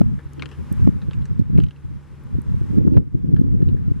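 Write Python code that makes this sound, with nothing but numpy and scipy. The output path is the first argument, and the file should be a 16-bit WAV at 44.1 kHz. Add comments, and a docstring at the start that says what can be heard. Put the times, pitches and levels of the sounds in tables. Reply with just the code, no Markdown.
"""A dull, gusty rumble with hard thumps: wind buffets the two microphone ports of a small camera on a
pebble shore. Turbulent pressure drives left and right mostly in antiphase; the hardest puffs overload.
Behind it are distant surf and hiss (shaped noise), a faint engine hum (wavering partials), a few thin
ticks, and pebbles that clack under walking birds, each impact ringing the damped modes of a stone."""
import sys
import numpy as np
from scipy import signal
from scipy.fft import rfft, irfft
from scipy.io import wavfile
from scipy.ndimage import uniform_filter1d

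SR = 44100
rng = np.random.default_rng(int(sys.argv[2]) if len(sys.argv) > 2 else 0)


def digitize_waveform(pressure):
    """Quantize a signal to 16-bit integers and store it at the path in sys.argv[1].

    Rows of a 2-D input are taken as channels; values are limited to [-1, 1].
    """
    field = np.atleast_2d(pressure).T
    bounded = np.clip(field, -1, 1)
    quanta = np.round(bounded * 32767).astype(np.int16)
    wavfile.write(sys.argv[1], SR, quanta)


N = 176400
T = np.arange(N) / SR


def undb(db):
    return 10 ** (np.asarray(db) / 20)

def curve(table, col):
    """Linear interpolation of one column over time."""
    rows = np.array(table)
    return np.interp(T, rows[:, 0], rows[:, col])

def drift(rate_hz):
    """Low-pass random modulation: held Gaussian values, smoothed twice; spread near 1."""
    hold = int(SR / rate_hz)
    steps = np.repeat(rng.standard_normal(500)[:N // hold + 1], hold)
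    return 1.3 * uniform_filter1d(uniform_filter1d(steps, hold), hold)[:N]

def band_noise(spectrum, flicker_db, rate_hz, tilt=((1, 0), (2, 0))):
    """Spectral shaping: noise of unit rms is tilted, then modulated independently in seven bands."""
    log_f = np.log(np.arange(N // 2 + 1) * SR / N + 1)
    spectrum, tilt = np.array(spectrum), np.array(tilt)
    shape = undb(np.interp(log_f, np.log(spectrum[:, 0]), spectrum[:, 1], left=-90, right=-90))
    shape /= np.sqrt(2 * np.sum(shape ** 2) / N)
    shape *= undb(np.interp(log_f, np.log(tilt[:, 0]), tilt[:, 1]))
    bins, out = rfft(rng.standard_normal(N)) * shape, 0
    centres, spacing = np.linspace(*np.log(spectrum[[0, -1], 0]), 7, retstep=True)
    for centre in centres:
        triangle = np.clip(1 - abs(log_f - centre) / spacing, 0, 1)
        out += irfft(bins * triangle, N) * undb(flicker_db * drift(rate_hz))
    return out

def stereo(mid, side, pan_db=0):
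    """Sum and difference: mid is in phase, side in antiphase; pan_db is left over right."""
    return np.array([mid + side, mid - side]) * undb([[pan_db / 2], [-pan_db / 2]])

def add(out, sound, at_s):
    """Superposition of a stereo event on the track."""
    start = int(at_s * SR)
    lo, hi = max(start, 0), min(start + sound.shape[1], N)
    out[:, lo:hi] += sound[:, lo - start:hi - start]


# Background envelopes, dipping after hard puffs: t/s, surf level/dB, hiss level/dB (before fixed gains)
BACKGROUND_LEVELS = [(0, -59.5, -75), (.3, -56.5, -74), (.85, -52.5, -67.5), (.93, -56.5, -72),
                     (1.36, -57.5, -75), (1.42, -60.5, -78), (1.65, -62, -77.5), (2.3, -57.5, -74.5),
                     (2.76, -55.5, -70.5), (2.82, -59.5, -77), (2.96, -62, -77), (2.99, -69, -83.5),
                     (3.2, -63.5, -79.5), (3.6, -62, -79), (4, -59.5, -75.5)]
# Surf spectrum: f/Hz, relative density/dB
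SURF_SPECTRUM = [(30, 10), (70, 10), (150, 3.5), (300, 2), (596, -5.5), (826, -5), (1090, -7), (1540, -10),
                 (2500, -17), (4030, -24.5), (5500, -35)]
# Stereo width of the surf: f/Hz, side over mid/dB
SURF_WIDTH = [(200, -7), (690, -2.5), (1260, -5), (2320, -10), (4270, -9)]
BACKGROUND_PAN_DB = 1.6
def surf():
    """Incoherent sources add to noise: distant surf, mostly low, partly correlated between channels."""
    mid = band_noise(SURF_SPECTRUM, flicker_db=.7, rate_hz=14)
    side = band_noise(SURF_SPECTRUM, flicker_db=.7, rate_hz=14, tilt=SURF_WIDTH)
    return undb(curve(BACKGROUND_LEVELS, 1) + 8.5) * stereo(mid, side, BACKGROUND_PAN_DB)

# Hiss spectrum: f/Hz, relative density/dB
HISS_SPECTRUM = [(3000, -29.5), (5000, 11.5), (10600, 5.5), (13000, 1.5), (14900, -20.5)]
def hiss():
    """Decorrelation: independent mid and side noises of nearly equal power make a wide, high hiss."""
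    mid, side = (band_noise(HISS_SPECTRUM, flicker_db=.7, rate_hz=14) for _ in range(2))
    return undb(curve(BACKGROUND_LEVELS, 2) + 1) * stereo(mid, undb(-.8) * side, BACKGROUND_PAN_DB)

# Engine partials: f/Hz, level re the surf envelope/dB
HUM_PARTIALS = [(75.5, 14.5), (140.7, 15.5), (247, -5), (317, -4.5)]
def engine_hum():
    """A line spectrum under random amplitude and frequency modulation: a distant engine."""
    hum = 0
    for hz, db in HUM_PARTIALS:
        amplitude = undb(db + 2.5 * drift(22.45))
        cycles = np.cumsum(hz + 1.5 * drift(13.82)) / SR + rng.random()
        hum += amplitude * np.sin(2 * np.pi * cycles)
    return undb(curve(BACKGROUND_LEVELS, 1)) * stereo(hum, 0, BACKGROUND_PAN_DB)

# Thin high ticks: t/s, peak level/dB, centre f/Hz, left over right/dB
HIGH_TICKS = [(0.3333, -46.5, 8200, 0), (0.726, -33, 10100, 2), (2.2363, -55, 12900, 7),
              (2.4176, -46, 10200, 7)]
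def ticks(decay_s=.0005, half_width=.24):
    """Band-limited transients: very short noise bursts, band-passed high up, are heard as thin snaps."""
    out, t = np.zeros((2, N)), np.arange(600) / SR
    for at_s, db, hz, pan_db in HIGH_TICKS:
        edges_hz = [hz * (1 - half_width), hz * (1 + half_width)]
        burst = rng.standard_normal((2, len(t))) * t * np.exp(-t / decay_s)
        snap = signal.sosfilt(signal.butter(2, edges_hz, "band", fs=SR, output="sos"), burst)
        mid, side = snap / abs(snap[0]).max() * undb(db)
        add(out, stereo(mid, side * undb(-9), pan_db), at_s)
    return out

# Modes of a pebble: f/Hz, relative level/dB
STONE_MODES = [(450, -8), (800, -6.5), (1346, -7), (1700, -1.5), (2100, -2.5), (2760, 7), (3300, -1),
               (3900, 0), (4700, 3), (5900, 8.5), (7500, 6), (9500, -30)]
def stone_ring(force, treble_db, bass_db, detune=.061, t60_cycles=8):
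    """Modal superposition: damped double-pole resonators, a little different for each stone."""
    ring = 0
    for hz, db in STONE_MODES:
        pitch_draw, level_draw = rng.standard_normal(2)
        colour_db = treble_db if hz > 4300 else bass_db if hz < 1900 else 0
        decay_per_s = np.log(1000) * hz / t60_cycles
        pole = np.exp((2j * np.pi * hz * (1 + detune * pitch_draw) - decay_per_s) / SR)
        mode = signal.lfilter([1], [1, -2 * pole, pole ** 2], force).real
        ring += undb(db + 1.5 * level_draw + colour_db) * mode / abs(mode[0]).max()
    cutoff_hz = 10740 * undb(.19 * treble_db)  # sinks with the treble
    return signal.sosfilt(signal.butter(2, cutoff_hz, fs=SR, output="sos"), ring)

# Pebble impacts: t/s, peak level/dB, treble gain/dB, bass gain/dB, factor on the grit's decay time
PEBBLE_IMPACTS = [(0.19, -37.5, -14, 20, 1.1), (0.396, -31.5, -26, 4, 0.43), (0.4228, -19.5, -19, -2, 0.39),
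                  (0.4332, -33, -27, 12, 0.54), (0.4576, -26, -14, 0, 0.3), (0.49, -42.5, -8, 9, 0.62),
                  (0.5146, -38, -10, 11, 1.6), (1.0176, -36.5, -18, 6.5, 0.77),
                  (1.1105, -35, -29, 10, 0.47), (1.1334, -33, -14.5, -2, 0.46), (1.2206, -46, -25, -5, 0.4),
                  (1.2553, -35.5, -1, 9, 0.37), (1.392, -43.5, 3, -13, 0.5), (1.5512, -43, -11, 13, 2.1),
                  (1.5768, -36, -13, 3, 1.14), (1.6017, -33, -18, 2, 0.26), (1.6195, -47, -13, -14, 0.82),
                  (1.6377, -33.5, -10, -5, 0.25), (1.665, -43, -23, -7, 0.27),
                  (1.686, -42.5, -13, -18, 0.27), (1.7088, -40.5, -12, 3, 0.39),
                  (1.7622, -46.5, -21, -11, 0.57), (2.9336, -50, -11, 1, 1.8), (3.3644, -38, -30, 14, 0.66),
                  (3.6197, -42, -40, 12, 0.42), (3.687, -42.5, -45, -1, 0.63), (3.7683, -46, -13, 20, 0.68)]
# Direction of the birds' steps: t/s, left over right/dB
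STEP_PAN = [(0, 1), (.55, 5), (1.0, -3.5), (4, 1.1)]
def pebbles(grit_decay_s=.016, grit_rise_s=.0002):
    """Impact excitation: under a bird's foot, a sharp blow and the grit after it set a stone ringing."""
    out, t, pan_db = np.zeros((2, N)), np.arange(2000) / SR, curve(STEP_PAN, 1)
    for at_s, db, treble_db, bass_db, length in PEBBLE_IMPACTS:
        grit_envelope = np.exp(-t / (grit_decay_s * length)) * (1 - np.exp(-t / grit_rise_s))
        force = rng.standard_normal((2, len(t))) * grit_envelope
        force[:, 0] = 14  # the blow
        ring = stone_ring(force, treble_db, bass_db)
        mid, side = ring / abs(ring[0]).max() * undb(db)
        add(out, stereo(mid, side * undb(-13), pan_db[int(at_s * SR)]), at_s)
    return out

# Hard puffs of wind: t/s, peak level/dB, centre f/Hz, left over right/dB
HARD_PUFFS = [(0.014, 3.34, 187, 4), (0.122, -18, 140, 9), (0.182, -17.5, 130, -1.5),
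              (0.263, -21, 91, -1.7), (0.719, -9, 161, -4), (0.797, -11, 111, -2.8), (0.816, -19, 134, 0.5),
              (0.876, 1.85, 227, -2), (0.891, -0.4, 186, 4), (1.089, -10, 124, -0.5),
              (1.315, -10.5, 112, -0.3), (1.398, -1.17, 178, -3), (1.42, -10, 101, -5),
              (1.502, -10.5, 142, 2), (1.562, -3, 152, -1.2), (1.587, 2.5, 142.6, 2.35),
              (1.854, -18.5, 100, 5), (1.915, -22.5, 95, 3.7), (2.353, -10, 86.6, 4), (2.388, -9, 210, -3),
              (2.546, -8.5, 112, -3.5), (2.616, -8, 112, 1.2), (2.708, -12.5, 162, -7),
              (2.775, -4.5, 188, -3), (2.785, -0.73, 203, -2.3), (2.852, -5, 232, -2),
              (2.877, -0.5, 159, 2.8), (2.924, -5.5, 200, -3), (2.971, 2.5, 126, -1.4),
              (3.151, -6, 129, 1.9), (3.248, -9.5, 198, 1.5), (3.341, 0.5, 123, -0.3),
              (3.397, -2, 148, 2.5), (3.416, -2.5, 200, -1.2), (3.482, -9, 121, -1.2),
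              (3.551, -10.5, 160, 1), (3.607, -8, 131, 1.5), (3.629, -2, 144, 0.6), (3.747, -7.5, 117, 2.6),
              (3.881, -8, 147, 1.8), (3.917, -6, 106, 2.5)]
PUFF_SIGMA_CYCLES = .48
def puffs(max_phase_rad=.5):
    """Gaussian wave packets: one main pressure swing between two smaller ones, opposite at the ports."""
    out, t = np.zeros((2, N)), np.arange(-2000, 2000) / SR
    for at_s, db, hz, pan_db in HARD_PUFFS:
        polarity, skew = rng.uniform(-1, 1, 2)
        envelope = np.exp(-.5 * (t * hz / PUFF_SIGMA_CYCLES) ** 2)
        swing = np.sign(polarity) * envelope * np.cos(2 * np.pi * hz * t + max_phase_rad * skew)
        add(out, stereo(0, swing * undb(db) / abs(swing).max(), pan_db), at_s + t[0])
    return out

# Gust envelope: t/s, rumble level/dB, upper band over rumble/dB
GUST_LEVELS = [(0.0, -18, -15.5), (0.13, -21.5, -27), (0.21, -49.5, -71), (0.41, -29, -2), (0.54, -51, -16),
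               (0.6, -29, -15), (0.69, -30, -56), (0.85, -13, -22), (1.02, -35.5, -19), (1.32, -25, -22),
               (1.46, -24.5, -35), (1.59, -13, -12.5), (1.64, -25.5, -18), (1.76, -47.5, -33),
               (1.82, -49.5, -9), (1.88, -22, -44), (1.96, -39, -20), (2.24, -44.5, -15),
               (2.37, -20.5, -44), (2.44, -28, -11), (2.52, -22.5, -20.5), (2.67, -24.5, -21.5),
               (2.78, -16, -4), (2.95, -25, -6), (2.985, -10.5, -19), (3.005, -24.5, -13),
               (3.1, -29.5, -20), (3.16, -19, -9.5), (3.38, -23, -16), (3.54, -17.5, -14), (3.62, -16, -15),
               (3.9, -18.5, -20), (4.0, -24, -20)]
# Turbulence spectrum, low band: f/Hz, relative density/dB
RUMBLE_SPECTRUM = [(20, -34), (50, -2), (97, 0.5), (183, -4), (250, -9)]
# Turbulence spectrum, upper band: f/Hz, relative density/dB
UPPER_SPECTRUM = [(250, 4), (336, -4.5), (482, -14.5), (620, -25.5), (886, -37.5), (2210, -76),
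                  (5000, -82.5)]
def wind(flutter_db=4.5, flicker_db=1.58, burst_sigma_s=.0041):
    """Turbulent pressure at the ports: an antiphase part and a weaker common part flutter together."""
    rumble_gain = undb(curve(GUST_LEVELS, 1) + flutter_db * drift(40.526))
    upper_gain = rumble_gain * undb(curve(GUST_LEVELS, 2) + flutter_db * drift(45))
    for at_s, db, hz, _ in HARD_PUFFS:  # a puff displaces the rumble and adds an upper-band burst
        near = slice(max(int(at_s * SR) - 1500, 0), int(at_s * SR) + 1500)
        t = T[near] - at_s
        dip = 1 - .9 * np.exp(-.5 * (t * hz / PUFF_SIGMA_CYCLES) ** 2)
        burst = undb(db - 18.5) * np.exp(-.5 * (t / burst_sigma_s) ** 2)
        upper_gain[near] = dip * upper_gain[near] + burst
        rumble_gain[near] *= dip
    side = rumble_gain * band_noise(RUMBLE_SPECTRUM, flicker_db, rate_hz=25)
    side += upper_gain * band_noise(UPPER_SPECTRUM, flicker_db, rate_hz=68)
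    mid = undb(-13) * rumble_gain * band_noise(RUMBLE_SPECTRUM, flicker_db, rate_hz=25.45)
    mid += undb(-11) * upper_gain * band_noise(UPPER_SPECTRUM, flicker_db, rate_hz=60)
    return stereo(mid, side)


def housing(sound, notch_hz=700, depth=.8):
    """Antiresonance: the camera housing partly cancels one band."""
    return sound - depth * signal.lfilter(*signal.iirpeak(notch_hz, Q=2.81, fs=SR), sound)

def scene():
    """Superposition: all passes the housing except the puffs, which strike the diaphragms directly."""
    outside = wind() + surf() + engine_hum() + hiss() + pebbles() + ticks()
    return housing(outside) + puffs()

def record(dry, headroom=2.5, cutoff_hz=14970):
    """Saturation and band limiting: the preamp rounds peaks, the converter clips, the top is cut."""
    rounded = headroom * np.tanh(dry / headroom)
    lowpass = signal.ellip(12, .1, 90, cutoff_hz, fs=SR, output="sos")
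    return signal.sosfilt(lowpass, np.clip(rounded, -1, 1))


dry = scene()
out = record(dry)
digitize_waveform(out)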